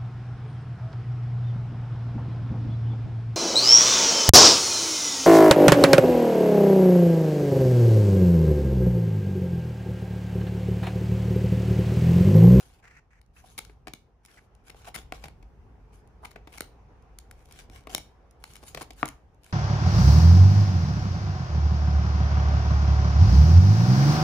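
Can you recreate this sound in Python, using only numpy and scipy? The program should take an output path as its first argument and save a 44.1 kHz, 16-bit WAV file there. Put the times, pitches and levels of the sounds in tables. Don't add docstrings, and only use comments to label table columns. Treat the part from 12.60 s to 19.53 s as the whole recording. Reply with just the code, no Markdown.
import sys
import numpy as np
from scipy import signal
from scipy.fft import rfft, irfft, next_fast_len
from scipy.io import wavfile
from scipy.ndimage import uniform_filter1d, map_coordinates

SR = 44100
rng = np.random.default_rng(int(sys.argv[2]) if len(sys.argv) > 2 else 0)


def int16_out(signal):
    q = np.round(np.clip(np.atleast_2d(signal).T, -1, 1) * 32767)
    wavfile.write(sys.argv[1], SR, q.astype(np.int16))


N = 305431

# (time [s], relative level [dB], brightness = crack over body [dB], left-right scale [dB])
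SNAPS = [(0.6147, -65, 1, 12), (1.0499, -56, 3.5, 17), (1.336, -43.5, 2, 10), (1.6507, -58, 2.5, 4),
         (2.6834, -49, -6, 2), (3.9278, -56.5, -0.5, 8), (4.007, -35.5, 1.5, 1.5), (4.0186, -54, 2, 6),
         (4.587, -56.5, 11.5, 1), (4.712, -49.5, -2, 4), (4.911, -56, -3.5, 5), (5.3486, -32.5, 7.5, 10),
         (5.3803, -40, 0, 4), (5.8398, -42.5, -2.5, 3.5), (5.956, -50.5, 0.5, 6), (5.9654, -53.5, 1.5, 6),
         (6.2183, -54, 9.5, 5), (6.4564, -40.5, 1.5, 1), (6.479, -50.5, 5.5, 5), (6.4874, -45, 4, 13),
         (6.8637, -57, -3.5, 0)]
# (frequency [Hz], width [Hz], level [dB])
CARD_MODES = [(290, 240, -12), (880, 150, -5), (1390, 420, -3), (2196, 190, 3.5), (3000, 270, -5),
              (3800, 400, -5), (4340, 390, -6.5), (5420, 380, -4.5), (6610, 680, -5), (9260, 1100, -5),
              (9800, 650, -5), (14300, 1100, -13)]
SNAP_CONTACT_S = 0.0022
LAYING_S = .16
TABLE_KNOCK_DB, HAND_KNOCK_DB = -2.5, -14


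def snaps():
    out, t = np.zeros((2, N)), np.arange(SR // 10) / SR
    for s, db, bright_db, pan_db in SNAPS:
        on_table = any(0 < s - tap[0] < LAYING_S for tap in TAPS)
        knock_db = TABLE_KNOCK_DB if on_table else HAND_KNOCK_DB
        levels_db = [db + knock_db, db, db + bright_db]
        forces = blow(t, SNAP_CONTACT_S, chatter=1.57)
        modes = gripped(CARD_MODES, spread_db=2.5)
        add(out, s, at_phone(forces, modes, levels_db, pan_db, dry_db=-15.0))
    return amp(-1.14) * out


# (time [s], contact before stretching [s], relative level [dB], brightness = crack over body [dB])
TAPS = [(.243, .008, -66, -12), (1.096, 0.0063, -57.5, -14), (2.145, .005, -57.5, -13),
        (1.2714, 0.0035, -41.5, -9.5), (1.281, 0.0038, -45.5, -4.5), (2.5227, 0.0024, -35.5, -11),
        (2.639, 0.0073, -42.5, -4), (2.656, .005, -50.5, -4), (2.827, 0.0044, -60.5, -7.5),
        (3.759, 0.0062, -45.5, -15.5), (3.873, 0.0063, -49.5, -9), (5.099, 0.0017, -58, -2.5),
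        (5.271, 0.004, -43, -12), (6.028, 0.0048, -54.5, -8), (6.035, 0.0055, -52.5, -4),
        (6.1475, 0.0038, -39.5, -1), (6.1736, 0.0055, -39.5, -7.5), (6.21, 0.012, -41, -5.5),
        (6.3062, 0.0042, -49.5, 0.5)]
# (frequency [Hz], width [Hz], level [dB])
TABLE_MODES = [(140, 35, 0), (290, 70, -1), (435, 140, -3), (780, 110, 1.5), (914, 180, -2.5),
               (1090, 146, 3.5), (1470, 720, -1), (2180, 500, -1.5), (3430, 690, -10.5), (4500, 1000, -12),
               (7000, 2500, -28), (10500, 1800, -28)]
THUD_DB, THUD_GROWS = -45, 0.75
TAP_PAN_DB = 3.5


def taps():
    out, t = np.zeros((2, N)), np.arange(SR // 10) / SR
    for s, contact, db, bright_db in TAPS:
        thud_db = THUD_DB + THUD_GROWS * (db - THUD_DB)
        levels_db = [thud_db, db, db + bright_db]
        forces = blow(t, contact * 1.31, chatter=contact / 0.002)
        modes = gripped(TABLE_MODES, spread_db=3.5)
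        add(out, s, at_phone(forces, modes, levels_db, TAP_PAN_DB, dry_db=-37.5))
    return amp(0.5) * out


# (time [s], nominal length [s], relative level [dB], brightness = crack over body [dB])
ZIPS = [(0.978, .015, -35.5, 2), (2.096, 0.0084, -46.5, -3), (2.281, 0.011, -48, -2.5),
        (2.3418, 0.025, -34.5, -1), (3.648, 0.0091, -40.5, -6.5), (3.708, .01, -55, -1),
        (3.975, 0.011, -43, -2), (6.222, 0.0088, -49.5, 5.5)]
ZIP_KNOCK_DB, ZIP_PAN_DB = -10.5, 6.5


def zips():
    out, t = np.zeros((2, N)), np.arange(SR // 10) / SR
    for s, length, db, bright_db in ZIPS:
        pressure = np.interp(t / length, [0, .1, .8, 1.05], [0, .55, 1, 0])
        stutter = amp(3 * wobble(450)[:len(t)])
        forces = two_ports(grit(t, spread_db=3), mono_hz=2000) * pressure * stutter
        modes = gripped(CARD_MODES, spread_db=1.5)
        levels_db = [db + ZIP_KNOCK_DB, db, db + bright_db]
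        add(out, s, at_phone(forces, modes, levels_db, ZIP_PAN_DB, dry_db=-14.5))
    return amp(-0.7) * out


# (frequency [Hz], width [Hz], level [dB])
FLEX_MODES = [(326, 410, -0.5), (737, 75, 5), (1080, 150, 0.5), (1450, 300, -0.5), (2200, 240, -2.5),
              (2868, 510, -12), (5130, 2700, -18)]
# (frequency [Hz], level [dB])
HISS = [(800, -37.5), (2500, 3.5), (3500, -1), (5500, 1.5), (7000, 2), (8200, -4.5), (10000, 4), (11300, 3),
        (12200, -20), (13000, -4), (14600, -3.5), (16000, -27)]
FLUTTER_PER_S, FLUTTER_S = 88, .0012
FLUTTER_DEPTH = 1.4


def slides():
    t = np.arange(N) / SR
    scrape_gain, hiss_gain = sliding(t)
    catch = unit(amp(1.5 * wobble(40) + 2 * wobble(380)))
    flaps = 1 + FLUTTER_DEPTH * jolts(FLUTTER_PER_S, FLUTTER_S)
    forces = grit(t, spread_db=5) * amp(1.9 * wobble(90)) * flaps
    flexing = patchy(ring(two_ports(forces, mono_hz=1500), FLEX_MODES), depth_db=3)
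    scrape = amp(-1.85) * scrape_gain * flexing
    fine_noise = coloured(grit(t, spread_db=3.0), HISS, mono_hz=1502)
    hiss = amp(-2.0) * hiss_gain * patchy(fine_noise, depth_db=4)
    return catch * (scrape + hiss) * amp([[.8], [-.8]])


# (start [s], fastest [s], end [s], relative level [dB], relative brightness = hiss over scrape [dB])
STROKES = [(-.04, -0.007, 0.21, -53.5, -5), (0.735, 0.79, 0.86, -62, 1), (0.83, 0.86, 1.02, -56, 1),
           (.995, 1.01, 1.14, -59, -5), (1.632, 1.74, 1.874, -59.5, -5), (2.038, 2.074, 2.13, -57, -5.5),
           (2.13, 2.212, 2.27, -53, -12), (2.23, 2.277, 2.31, -48, -9), (2.36, 2.38, 2.44, -46, -6.5),
           (2.52, 2.54, 2.65, -50.5, -14), (2.58, 2.655, 2.72, -60, -8), (3.32, 3.34, 3.42, -63, -0.5),
           (3.62, 3.645, 3.74, -58, -4), (3.891, 3.944, 4.07, -52.5, -6), (4.74, 4.79, 4.88, -62, -7),
           (4.85, 4.995, 5.06, -51, -9), (5.096, 5.16, 5.24, -52, -13.5), (5.293, 5.338, 5.38, -40, -9),
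           (5.8, 5.896, 6.1, -56.5, -2), (6.02, 6.083, 6.16, -55.5, 7.5), (6.14, 6.205, 6.25, -49.5, -5.5),
           (6.36, 6.4, 6.46, -48.5, -4), (6.814, 6.88, 7, -58.5, -4)]
SWELL_DB, FADE_DB, EASE_S = 17, 17, 0.0055
RUSTLE_DB, RUSTLE_DB_PER_S, RUSTLE_HISS_DB = -25, 169.5, -8.5


def sliding(t):
    power = np.zeros((2, N))
    for start, fastest, end, db, bright_db in STROKES:
        during = slice(*np.searchsorted(t, [start, end]))
        shape_db = np.interp(t[during], [start, fastest, end], [-SWELL_DB, 0, -FADE_DB])
        power[:, during] += (amp(shape_db) * amp([[db], [db + bright_db]])) ** 2
    dying = amp(RUSTLE_DB - RUSTLE_DB_PER_S * t[:SR // 4])
    freed = [(s, db, bright_db) for s, db, bright_db, _ in SNAPS]
    freed += [(s + length, db, bright_db) for s, length, db, bright_db in ZIPS]
    for s, db, bright_db in freed:
        levels_db = [[db], [db + bright_db + RUSTLE_HISS_DB]]
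        add(power, s + EASE_S / 2, (dying * amp(levels_db)) ** 2)
    return uniform_filter1d(np.sqrt(power), max(round(EASE_S * SR), 1))


# (start [s], end [s], pitch [Hz], relative level [dB])
JUDDERS = [(.767, 0.773, 2600, -55), (0.839, 0.852, 715, -52.5), (2.266, 2.296, 748, -46),
           (3.628, 3.647, 917, -46), (3.643, 3.662, 905, -43), (6.209, 6.219, 800, -36)]


def judders():
    out, t = np.zeros((2, N)), np.arange(SR // 10) / SR
    for start, end, hz, db in JUDDERS:
        length = max(end - start, .005)
        swell = np.sqrt(np.abs(np.sin(np.pi * np.clip(t / length, 0, 1))))
        noise = two_ports(grit(t, spread_db=4.5), mono_hz=2550)
        narrowed = ring(noise, [(hz, 260, 0)])
        tone = unit(ring(narrowed, [(hz, 420, 0)]))
        add(out, start, amp(db) * swell * tone)
    return out


# (time [s], peak level [dB])
TICKS = [(0.663, -54.5), (1.66, -39.5), (1.951, -49), (3.475, -50), (4.424, -56), (4.857, -43),
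         (4.924, -35.5), (5.71, -47.5), (5.936, -36.5), (6.333, -43), (6.746, -55.5), (6.834, -44.5),
         (6.844, -40.5)]


def ticks():
    out, t = np.zeros((2, N)), np.arange(SR // 50) / SR
    for s, db in TICKS:
        click = coloured(grit(t, spread_db=4.5), HISS, mono_hz=1495) * np.exp(-t / 0.0019)
        add(out, s, amp(db) * click / np.abs(click).max())
    return out


# (start [s], end [s], resonance [Hz], relative level [dB])
RUBS = [(0.222, 0.297, 1780, -61), (0.293, 0.405, 1880, -62.5), (0.5, 0.603, 1830, -71),
        (0.755, 0.82, 1600, -68), (1.678, 1.732, 1860, -69), (1.771, 1.795, 1900, -59.5)]
# (frequency [Hz], level [dB])
SKIN = [(150, 7), (400, -11.5), (900, -2), (1400, -1.5), (2500, -3), (3400, -19), (6300, -11),
        (12000, -26.5)]
SLIPS_PER_S, SLIP_S, RUB_WIDTH_HZ = 130, 0.0031, 640


def thumb():
    out = np.zeros((2, N))
    slips = unit(.9 + jolts(SLIPS_PER_S, SLIP_S))
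    forces = slips * coloured(rng.standard_normal((2, N)), SKIN, mono_hz=2530)
    for start, end, hz, db in RUBS:
        drag = forces[:, round(start * SR):round(max(end, start + .01) * SR)]
        drag = drag * signal.windows.tukey(drag.shape[1], .2)
        rub = ring(drag, [(hz, RUB_WIDTH_HZ, 0)]) + amp(-9) * drag
        add(out, start, amp(db + 4.5) * unit(rub))
    return out


BUMP_S, BUMP_PAN_DB = 6.4298, 5.5
# (knock [dB], body [dB], crack [dB])
BUMP_DB = [-28, -20.5, -44]
# (frequency [Hz], width [Hz], level [dB])
BUMP_MODES = [(132, 22, 0), (293, 55, 3), (455, 50, -4), (711, 90, 2), (953, 230, -3), (1197, 130, 5.5),
              (1374, 120, 1), (1680, 290, -9.5), (2190, 260, -11)]
KNUCKLE_HZ = 1490


def bump():
    out, t = np.zeros((2, N)), np.arange(SR // 10) / SR
    hard_blow = blow(t, contact=.0016, chatter=0.4)
    forces = filtered(hard_blow, lambda f: 1 / (1 + 1j * f / KNUCKLE_HZ))
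    add(out, BUMP_S, at_phone(forces, BUMP_MODES, BUMP_DB, BUMP_PAN_DB, dry_db=-33))
    return out


# (low edge [Hz], high edge [Hz])
BANDS = [(115, 600), (600, 2800), (2800, 16000)]
# (frequency [Hz], share [ratio])
SHADE = [(500, 0), (1000, 0.63), (2300, 0.57), (5000, 0.52), (8000, .02)]


def at_phone(forces, modes, levels_db, pan_db, dry_db):
    pair = ring(forces, modes) + amp(dry_db) * forces
    out = np.zeros_like(pair)

    def shade(f):
        return amp(along(SHADE, f) * pan_db * np.array([[1], [-1]]))

    for edges, db in zip(BANDS, levels_db):
        part = signal.sosfilt(signal.butter(3, edges, 'band', fs=SR, output='sos'), pair)
        part = unit(filtered(part / part.std(axis=1, keepdims=True), shade))
        out += amp(db) * part * np.sqrt(SR / 100 / part.shape[1])
    return out


def blow(t, contact, chatter):
    forces = two_ports(grit(t, spread_db=2.5), mono_hz=2500)
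    forces *= np.exp(-2 * t / contact) * (1 - np.exp(-t / 0.00078))
    forces *= chatter / np.linalg.norm(forces, axis=1, keepdims=True)
    forces[:, 0] += 1
    return forces


def grit(t, spread_db):
    return rng.standard_normal((2, len(t))) * amp(spread_db * rng.standard_normal(len(t)))


def jolts(per_s, life_s):
    pushes = (rng.random(N) < per_s / SR) * np.minimum(rng.exponential(size=N), 2)
    return signal.lfilter([1], [1, -np.exp(-1 / (life_s * SR))], pushes)


def gripped(modes, spread_db):
    return [(hz * (1 + .015 * rng.standard_normal()), width, db + spread_db * rng.standard_normal())
            for hz, width, db in modes]


# (frequency [Hz], phase [rad])
PORT_PHASE = [(60, 0.047), (350, .3), (1300, 1.35), (2300, 1.3), (4500, 1), (8000, 0)]


def left_leads(x):
    return filtered(x, lambda f: np.exp(1j * along(PORT_PHASE, f) * np.array([[.5], [-.5]])))


# (frequency [Hz], time to decay 60 dB [s])
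ROOM_T60 = [(100, 0.23), (400, 0.3), (1500, 0.28), (5000, 0.28), (10000, 0.24), (16000, 0.26)]
# (frequency [Hz], level [dB])
ROOM_COLOUR = [(100, 7), (500, 5.5), (1500, -1), (4000, 4.5), (7000, 1.5), (11000, -4.5), (16000, 1.5)]


def room(x, delay, wall_db):
    hz, t, z = signal.stft(rng.standard_normal((2, 2, SR // 2)), SR, nperseg=256)
    fade = amp(along(ROOM_COLOUR, hz)[:, None] - 60 * t / along(ROOM_T60, hz)[:, None])
    tail = two_ports(signal.istft(z * fade, SR, nperseg=256)[1], mono_hz=900)
    after = np.arange(tail.shape[-1]) / SR - delay
    tail = tail * np.where(after < 0, .35, 1 + amp(wall_db) * np.exp(-np.abs(after) / 0.009))
    return signal.fftconvolve(x[None], tail / np.linalg.norm(tail[0]), axes=2).sum(axis=1)[:, :N]


# (time [s], relative level [dB])
RUMBLE = [(0.0, -61.5), (0.55, -64.5), (1.02, -55.5), (1.59, -64.5), (2.58, -53), (4.11, -58.5),
          (5.34, -54), (5.59, -61), (6.17, -55), (6.9, -61)]
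# (time [s], relative level [dB])
AIR = [(0.0, -65.5), (0.61, -73.5), (0.9, -67.5), (1.61, -70), (2.36, -62), (3.17, -65.5), (3.65, -63),
       (6.42, -62.5), (6.55, -67), (6.9, -67.5)]
# (frequency [Hz], level [dB])
RUMBLE_SPECTRUM = [(15, -40), (30, -14), (47, -1.5), (60, -2.5), (80, -9.5), (120, -12.5), (200, -23),
                   (400, -37), (1000, -66.5)]
# (frequency [Hz], level [dB])
AIR_SPECTRUM = [(60, -16), (150, 1), (260, 1.5), (330, -1), (430, 4.5), (600, -3.5), (740, 0.5),
                (1000, -4.5), (1400, -11), (2500, -18.5), (4000, -29.5), (6000, -27.5), (8000, -42.5),
                (11000, -42), (14000, -63.5), (16000, -81)]
RUMBLE_DB, AIR_DB = 3, 1.43


def background():
    low_noise = coloured(rng.standard_normal((2, N)), RUMBLE_SPECTRUM, mono_hz=450)
    rumble = amp(curves(RUMBLE)[0] + RUMBLE_DB) * low_noise
    air_gain = amp(curves(AIR)[0] + AIR_DB + .6 * wobble(2.5))
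    air_noise = coloured(rng.standard_normal((2, N)), AIR_SPECTRUM, mono_hz=1100)
    return rumble + air_gain * patchy(air_noise, depth_db=1.5)


def amp(db):
    return 10 ** (np.asarray(db) / 20)


def unit(x):
    return x / np.sqrt(np.mean(x ** 2) + 1e-20)


def along(points, hz):
    f, v = np.transpose(points)
    return np.interp(np.log(hz + 1), np.log(f + 1), v)


def curves(rows):
    s, *cols = np.transpose(rows)
    return [np.interp(np.arange(N) / SR, s, c) for c in cols]


def wobble(rate):
    return map_coordinates(rng.standard_normal(int(N * rate / SR) + 4), [np.arange(N) * rate / SR])


def filtered(x, response):
    n = x.shape[-1]
    m = next_fast_len(n + SR // 10)
    return irfft(rfft(x, m) * response(np.fft.rfftfreq(m, 1 / SR)), m)[..., :n]


def ring(x, modes):
    def response(f):
        return sum(amp(db) * 1j * f * w / (c * c - f * f + 1j * f * w) for c, w, db in modes)

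    return filtered(x, response)


def two_ports(pair, mono_hz):
    side = filtered(pair[1], lambda f: f / np.hypot(f, mono_hz))
    return np.array([pair[0] + side, pair[0] - side])


def coloured(pair, spectrum, mono_hz):
    return unit(filtered(two_ports(pair, mono_hz), lambda f: amp(along(spectrum, f))))


def patchy(x, depth_db):
    z = signal.stft(x, nperseg=512)[2]
    field = rng.standard_normal(z.shape[1:])
    field = uniform_filter1d(field, size=5, axis=0)
    field = uniform_filter1d(field, size=9, axis=1)
    return unit(signal.istft(z * amp(depth_db * unit(field)), nperseg=512)[1][:, :N])


def add(track, s, sound):
    i = max(round(s * SR), 0)
    track[:, i:i + sound.shape[1]] += sound[:, :max(N - i, 0)]


def scene():
    contacts = snaps() + taps() + bump() + zips()
    cards = left_leads(contacts + judders() + ticks() + slides() + thumb())
    return cards + amp(-12.5) * room(cards, delay=0.011, wall_db=-4) + background()


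TOP_HZ = 15400


def record(dry):
    def response(f):
        dip = amp(-13 * np.exp(-((f - 12200) / 420) ** 2))
        return dip / (1 + (f / TOP_HZ) ** 100)

    return filtered(dry, response)


dry = scene()
out = record(dry)
int16_out(out)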